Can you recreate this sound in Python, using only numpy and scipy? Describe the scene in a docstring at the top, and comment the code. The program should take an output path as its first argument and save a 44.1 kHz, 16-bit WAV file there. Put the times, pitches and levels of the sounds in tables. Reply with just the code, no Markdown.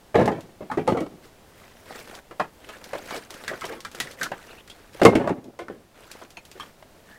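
"""In an open woodshed on a quiet night, split logs are pulled from a pile, dropped into a barrow and stacked.
Each knock is a sum of damped modes of the log, with bands of noise from pile and boards and a contact crack.
Bark ticks are short noise bursts; drags are grainy noise with small taps; squeaks are rough gliding tones.
Still air is coloured noise. Loud blows turn the gain down, and the loudest peaks are clipped."""
import sys
import numpy as np
from scipy import signal
from scipy.fft import rfft, irfft, next_fast_len
from scipy.io import wavfile
from scipy.ndimage import uniform_filter1d, map_coordinates

SR = 44100
rng = np.random.default_rng(int(sys.argv[2]) if len(sys.argv) > 2 else 0)


def inscribe(sig):
    """Save sig as 16-bit PCM at rate SR to the path in sys.argv[1].

    A 1-D sig is mono; a 2-D sig holds one channel per row.
    Samples are clipped to [-1, 1] before scaling.
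    """
    pcm = np.round(np.clip(np.atleast_2d(sig).T, -1, 1) * 32767)
    wavfile.write(sys.argv[1], SR, pcm.astype(np.int16))


N = 316638

# Spectrum of snapping bark. Each row: frequency in Hz, relative level in dB per Hz.
SNAP_SPECTRUM = [(1200, -7.5), (3500, -3), (6000, -6), (11000, -13.5), (16000, -21)]
BODY_GROWS = 0.22  # dB of pile noise, boom and overtones per dB of hardness: a soft contact leaves a purer note


def amp(db):
    """Level: twenty decibels are a factor of ten in amplitude."""
    return 10 ** (np.asarray(db) / 20)


def unit(x):
    """Normalisation: mean power is brought to one, so that rms is 1."""
    return x / np.sqrt(np.mean(x ** 2) + 1e-20)


def along(points, hz):
    """Spectral envelope: straight lines between (Hz, value) points on a logarithmic frequency axis."""
    f, v = np.transpose(points)
    return np.interp(np.log(hz + 1), np.log(f + 1), v)


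def filtered(x, response):
    """Linear filtering: the spectrum is multiplied by a response, given as a function of frequency."""
    m = next_fast_len(x.shape[-1] + 8192)
    spectrum = rfft(x, m) * response(np.fft.rfftfreq(m, 1 / SR))
    return irfft(spectrum, m)[..., :x.shape[-1]]


def hiss(spectrum, size=N):
    """Coloured noise: white noise filtered to a spectral envelope, at rms 1."""
    white = rng.standard_normal(size)
    return unit(filtered(white, lambda hz: amp(along(spectrum, hz))))


def wobble(rate):
    """Slow modulation: a smooth curve through random knots, rate knots a second."""
    knots = rng.standard_normal(int(N * rate / SR) + 4)
    return map_coordinates(knots, [np.arange(N) * rate / SR])


def fade(t, t60, attack):
    """Damping: a quick rise, then exponential decay by 60 dB in t60 seconds."""
    return (1 - np.exp(-t / attack)) * amp(-60 * t / t60)


def swell(s, length):
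    """Stroke envelope: the level rises and falls once between s and s + length."""
    return np.sin(np.pi * np.clip((np.arange(N) / SR - s) / length, 0, 1)) ** .5


def bump(hz, centre_hz, octaves):
    """Broad resonance: a Gaussian bell on a logarithmic frequency axis."""
    return np.exp(-.5 * (np.log2(hz / centre_hz) / octaves) ** 2)


def shaped(noise, envelope):
    """Energy conservation: noise under an envelope is scaled to the envelope's own energy."""
    x = noise * envelope
    return x * np.linalg.norm(envelope) / np.linalg.norm(x)


def air():
    """Background noise: still air and microphone hiss are broadband; light wind stirs the deepest bass."""
    # Each row: frequency in Hz, relative level in dB per Hz.
    air_spectrum = [(20, 0.5), (120, -3), (680, -6), (1000, -11.5), (3000, -18.5), (16000, -29.5)]
    wind = amp(-66.0 + 3.3 * wobble(26)) * hiss([(30, -27), (90, -12.0), (200, -38.5)])
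    still = amp(-53.5 + 0.37 * wobble(9.7)) * hiss(air_spectrum)
    return still + wind


def squeaks():
    """Frequency modulation: brief faint squeaks are tones whose pitch slides and jitters."""
    # Each row: start in seconds, length in seconds, first pitch in Hz, last pitch in Hz, mean level in dB.
    squeak_table = [(4.477, 0.067, 2620, 2700, -49.5), (4.571, 0.048, 2450, 3250, -51.5),
                    (7.062, 0.17, 1730, 1740, -51)]
    t, out = np.arange(N) / SR, 0
    for s, length, from_hz, to_hz, db in squeak_table:
        glide = np.interp(t, [s, s + length], [from_hz, to_hz])
        hz = glide * (1 + 0.063 * wobble(400))
        tone = np.sin(2 * np.pi * np.cumsum(hz) / SR)
        out = out + amp(db + 2.6 * wobble(150)) * swell(s, length) * tone
    return out


def grit(rate, t60, spread_db):
    """Shot-noise envelope: many small random contacts, rate a second, a few larger than the rest."""
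    sizes = amp(spread_db * np.minimum(rng.exponential(1, N), 3))
    hits = (rng.random(N) < rate / SR) * sizes
    decays = signal.fftconvolve(hits, fade(np.arange(4096) / SR, t60, 0.0016))[:N]
    return unit(decays + .5)  # the constant keeps some sound between contacts


def patchy(x, patchy_db):
    """Many rubbing contacts: short blotches of random gain in time and pitch."""
    z = signal.stft(x, nperseg=256)[2]
    field = uniform_filter1d(rng.standard_normal(z.shape), size=7, axis=0)  # smooth in pitch
    field = uniform_filter1d(field, size=5, axis=1)  # smooth in time
    return unit(signal.istft(z * amp(patchy_db * unit(field)), nperseg=256)[1][:N])


def chips():
    """Small-body resonance: wood pieces tap, each a note damped by 60 dB in 25 cycles at its own pitch."""
    taps_per_s, middle_hz = 40, 1540
    draw = rng.random((round(taps_per_s * N / SR), 3))
    t = np.arange(SR // 25) / SR
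    hz = middle_hz * 2 ** (2.4 * (draw[:, 1:2] - .5))
    size = amp(-5 * np.log(draw[:, 2:] + 0.042))  # a few taps much larger than the rest
    notes = size * fade(t, 25 / hz, 0.00044) * np.sin(2 * np.pi * hz * t)
    at = (draw[:, :1] * N).astype(int) + np.arange(len(t))
    return unit(np.bincount(at.ravel(), notes.ravel())[:N])


def shifting():
    """Sliding friction: dragged logs rumble, scrape, tap and crackle; rolling logs only rumble."""
    # Logs dragged over each other. Each row: start in seconds, length in seconds, scrape level in dB.
    drag_table = [(1.213, 0.087, -55), (1.484, 0.39, -57), (1.854, 0.2, -45.5), (2.04, 0.17, -47.5),
                  (2.6, 0.23, -50.5), (2.813, 0.47, -46), (3.06, 0.14, -49), (3.29, 0.3, -45.5),
                  (3.54, 0.17, -49), (3.656, 0.15, -48.5), (3.925, 0.11, -48.5), (4.023, 0.14, -46),
                  (4.164, 0.11, -44.5), (4.275, 0.35, -51), (4.647, 0.26, -57.5), (4.924, 0.13, -48.5),
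                  (5.94, 0.18, -51), (6.098, 0.18, -49.5), (6.556, 0.16, -53.5), (7.042, 0.12, -56)]
    # Logs rolling in the barrow. Each row: start in seconds, length in seconds, rumble level in dB.
    roll_table = [(5.328, 0.45, -50.5)]
    # Lumpy rumble. Each row: frequency in Hz, relative level in dB per Hz.
    rumble_spectrum = [(50, -21.5), (150, 2.5), (500, 13), (1500, -9), (3000, -43)]
    # Bark scrape. Each row: frequency in Hz, relative level in dB per Hz.
    scrape_spectrum = [(600, -9.5), (1600, 1), (5000, -15.5), (16000, -22.5)]
    rumble_db, chip_db, crackle_db = -1.15, -8, -6.5  # against the scrape

    drag = sum(amp(db) * swell(s, length) for s, length, db in drag_table)
    roll = sum(amp(db) * swell(s, length) for s, length, db in roll_table)
    rumble = grit(77, 0.031, spread_db=2.5) * patchy(hiss(rumble_spectrum), patchy_db=2.0)
    scrape = grit(160, 0.0084, spread_db=5.5) * patchy(hiss(scrape_spectrum), patchy_db=2.5)
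    taps = np.pad(chips(), (0, N))[:N]
    crackle = grit(70, 0.012, spread_db=5.0) * patchy(hiss(SNAP_SPECTRUM), patchy_db=5.5)
    dragged = scrape + amp(chip_db) * taps + amp(crackle_db) * crackle
    return (amp(rumble_db) * drag + roll) * rumble + drag * dragged


def ticks():
    """Brittle fracture: bark and splinters snap in a click of a few ms, with a weaker wash in the shed."""
    # Each row: time in seconds, level in dB.
    tick_table = [(0.258, -31), (0.408, -40.5), (1.006, -38), (2, -40.5), (2.152, -36), (2.842, -35),
                  (3.146, -33.5), (3.164, -33), (3.306, -32), (3.342, -37.5), (3.611, -34.5), (3.6533, -30),
                  (3.805, -35.5), (3.9156, -38.5), (3.949, -34), (4.113, -37), (4.2319, -20), (4.677, -43),
                  (5.034, -20.5), (5.443, -43.5), (6.1149, -30), (6.305, -40), (6.4523, -41), (6.5154, -38)]
    envelope, t = np.zeros(N + SR), np.arange(SR // 4) / SR
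    click = fade(t, .016, .0002)
    wash = amp(-9.5) * fade(t, 0.14, 0.0028)
    for s, db in tick_table:
        envelope[round(s * SR) - 30:][:len(t)] += amp(db) * (click + wash)
    return envelope[:N] * hiss(SNAP_SPECTRUM)


def log_ring(t, hz, hard_db, t60):
    """Modal vibration: a struck log sounds its pitch and inharmonic overtones, echoed by near walls."""
    # Higher modes of a split log. Each row: mean ratio to the pitch, mean level in dB at hardness 0.
    overtone_table = [(1.598, -9.5), (2.599, -13.5), (3.9, -17.5)]
    ring = fade(t, 0.44 * t60, 0.00045) * np.sin(2 * np.pi * hz * t)
    for times, mode_db in overtone_table:
        mode_hz = hz * times * (1 + 0.12 * rng.normal())
        gain = amp(mode_db + BODY_GROWS * hard_db + rng.normal(0, 2.4))
        decay = fade(t, 0.82 * t60 / times, 0.00065)
        ring = ring + gain * decay * np.sin(2 * np.pi * mode_hz * t)
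    walls = np.zeros(1024)  # near shed walls answer within 23 ms
    walls[rng.integers(40, 1024, size=6)] = rng.normal(0, 0.14, size=6)
    walls[0] = 1
    return signal.fftconvolve(ring, walls)[:len(t)]


def shaken_wood(t, chatter, hz, hard_db, t60, boom_db, clack_db):
    """Forced vibration: a blow shakes pile and boards in broad bands round the pitch, the boom and the clack."""
    foot_hz = 750  # logs that ring above this also shake a narrower band
    clack_grows, clack_fades_db = 0.64, 12.5  # dB per dB of hardness; dB lost per octave above the foot
    clack_db += clack_grows * hard_db - clack_fades_db * max(np.log2(hz / foot_hz), 0)
    knots = np.geomspace(60, 6000, 90)
    lumps = np.transpose([knots, rng.normal(0, 5.5, len(knots))])  # each blow has its own peaks and dips

    def band(centre_hz, octaves):
        """Resonant band: noise under a bell with this blow's peaks and dips."""
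        white = rng.standard_normal(len(t))
        return unit(filtered(white, lambda f: bump(f + 1, centre_hz, octaves) * amp(along(lumps, f))))

    body = shaped(chatter * band(hz, 0.69 * min(foot_hz / hz, 1)), fade(t, 1.08 * t60, 0.0013))
    boom = shaped(chatter * band(219, 0.99), fade(t, 1.9 * t60, 0.0054))
    clack = shaped(chatter * band(1303, 0.78), fade(t, 1.12 * t60, 0.0012))
    grown_db = BODY_GROWS * hard_db
    return amp(-7.5 + grown_db) * body + amp(boom_db + grown_db) * boom + amp(clack_db) * clack


def contact_crack(t, t60):
    """Impact noise: the brief contact excites a bright band, with a weaker tail."""
    # Each row: frequency in Hz, relative level in dB per Hz.
    crack_spectrum = [(2000, -5), (3500, 0), (9000, -9), (16000, -23)]
    envelope = fade(t, 0.016, 0.0001) + amp(-5.0) * fade(t, 1.33 * t60, 0.00074)
    return hiss(crack_spectrum, size=len(t)) * envelope


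def knocks():
    """Impact excitation: each blow rings a log, shakes the wood round it and cracks at the contact."""
    # Each row: time in seconds, level in dB, log pitch in Hz, contact hardness in dB,
    # nominal 60 dB decay time in seconds, from which each part takes its own.
    drop_table = [(0.144, -14.5, 628, -0.5, 0.22), (0.154, -5, 456.4, -2, 0.24),
                  (0.1543, -20.5, 3270, -10, 0.056), (0.195, -15, 504, 3, 0.28),
                  (0.211, -10.5, 400, -2.5, 0.19), (0.277, -7.5, 690, -0.5, 0.09),
                  (0.316, -21.5, 420, 2, 0.28), (0.607, -25, 399, -4, 0.17), (0.7, -23, 856, -34, 0.26),
                  (0.714, -24, 887, 11.5, 0.17), (0.773, -12, 379, -2, 0.17), (0.87, -25, 540, 5, 0.045),
                  (0.876, -11, 532, 8.5, 0.16), (0.921, -7, 324, -8, 0.067), (0.947, -16.5, 470, -19, 0.28),
                  (0.971, -17, 453, 2.5, 0.22), (1.004, -18.5, 321, -23, 0.27), (1.064, -22, 412, 0, 0.03),
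                  (4.997, -24, 660, 5, 0.04), (5.016, -3.5, 380, 1.5, 0.49), (5.051, 13.5, 558, 9, 0.051),
                  (5.061, 6, 494, 5.5, 0.11), (5.133, -5.5, 602, -16, 0.07), (5.153, -2, 306, 8.5, 0.095),
                  (5.197, -15, 559, 1, 0.45), (5.274, -9.5, 647, 3.5, 0.11), (5.293, -8.5, 501.6, 2, 0.083),
                  (5.305, -8, 400, -13, 0.12), (5.59, -24, 540, 15.5, 0.14), (5.683, -22.5, 1160, 5, 0.044),
                  (5.699, -22, 420, -4, 0.18)]  # logs landing and tumbling in the barrow
    stack_table = [(2.31, -29.5, 487, -6.5, 0.1), (2.397, -12, 617, -13, 0.13),
                   (2.4, -13.5, 1043, -11, 0.13), (2.689, -37.5, 564, 12.5, 0.12),
                   (2.734, -36.5, 1700, -4, 0.13), (2.932, -21, 564, -3.5, 0.097),
                   (2.952, -22, 580, -10, 0.09), (3.107, -25.5, 860, 5, 0.088),
                   (3.125, -24.5, 667, -4, 0.16), (3.173, -28, 450, -11, 0.12),
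                   (3.479, -20, 1665, 6.5, 0.1), (3.514, -21, 577, -13, 0.13),
                   (3.535, -22, 1510, -23, 0.073), (3.617, -28.5, 1275, -1, 0.28),
                   (3.641, -20, 525, -6, 0.072), (3.699, -29, 456, -13, 0.39),
                   (3.724, -24.5, 470, -4, 0.061), (3.849, -28, 1330, 8.5, 0.12),
                   (4.001, -24, 1860, 20, 0.1), (4.212, -19, 1583, 0, 0.16), (4.234, -21, 1373, -17, 0.1),
                   (4.071, -28.5, 1950, -3, 0.051), (4.264, -23, 1030, -22, 0.07),
                   (4.317, -16, 577, -10, 0.074), (4.699, -39.5, 3250, 13.5, 0.12),
                   (6.215, -30.5, 680, -10, 0.11), (6.37, -28.5, 2460, -2, 0.095),
                   (6.372, -33, 710, -2, 0.087), (6.554, -35.5, 376, -15, 0.2),
                   (6.598, -27, 1104, 1.5, 0.14), (6.606, -30.5, 3170, -6, 0.096),
                   (6.63, -33, 910, -3, 0.055), (6.825, -36, 620, -3, 0.046)]  # log on log at the pile
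    # Balance of a contact of hardness 0: boom in dB, clack in dB before its fall with pitch, crack in dB.
    barrow_balance = (-11.5, -19, -31)
    pile_balance = (-19, -7, -16.5)

    out, t = np.zeros(N + SR), np.arange(SR // 2) / SR
    # logs chatter against each other as they settle
    rattle = np.pad(amp(2.4 * wobble(70)), (0, SR), constant_values=1)
    blows = [(*row, *barrow_balance) for row in drop_table]
    blows += [(*row, *pile_balance) for row in stack_table]
    for s, db, hz, hard_db, t60, boom_db, clack_db, crack_db in blows:
        start = round(s * SR)
        ring = log_ring(t, hz, hard_db, t60)
        shaken = shaken_wood(t, rattle[start:][:len(t)], hz, hard_db, t60, boom_db, clack_db)
        crack = amp(crack_db + hard_db) * contact_crack(t, t60)
        out[start:][:len(t)] += amp(db) * (amp(-3.5) * ring + shaken + crack)
    return out[:N]


def scene():
    """Superposition: the pressures of all sources add at one microphone."""
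    return (air() + squeaks() + shifting() + ticks() + knocks())[None]


def record(dry):
    """Compression and saturation: gain drops on loud blows and creeps back, peaks clip, the top is cut."""
    level_db = 10 * np.log10(np.abs(uniform_filter1d(dry ** 2, 2048)) + 1e-12)
    creep_db = 4.04 * np.arange(N) / SR  # recovery of 4.04 dB a second
    over_db = np.maximum(0.39 * (level_db + 15.0), 0)  # 0.39 dB of gain lost per dB above -15 dB
    turned_db = np.maximum(np.maximum.accumulate(over_db + creep_db, axis=1) - creep_db, 0)
    x = dry * amp(-uniform_filter1d(turned_db, 1024))
    x = x / (1 + np.abs(x) ** 8) ** (1 / 8)  # rounded clipping at full scale
    top_hz = 15900
    return filtered(x, lambda hz: 1 / (1 + (hz / top_hz) ** 90))


dry = scene()
out = record(dry)
inscribe(out)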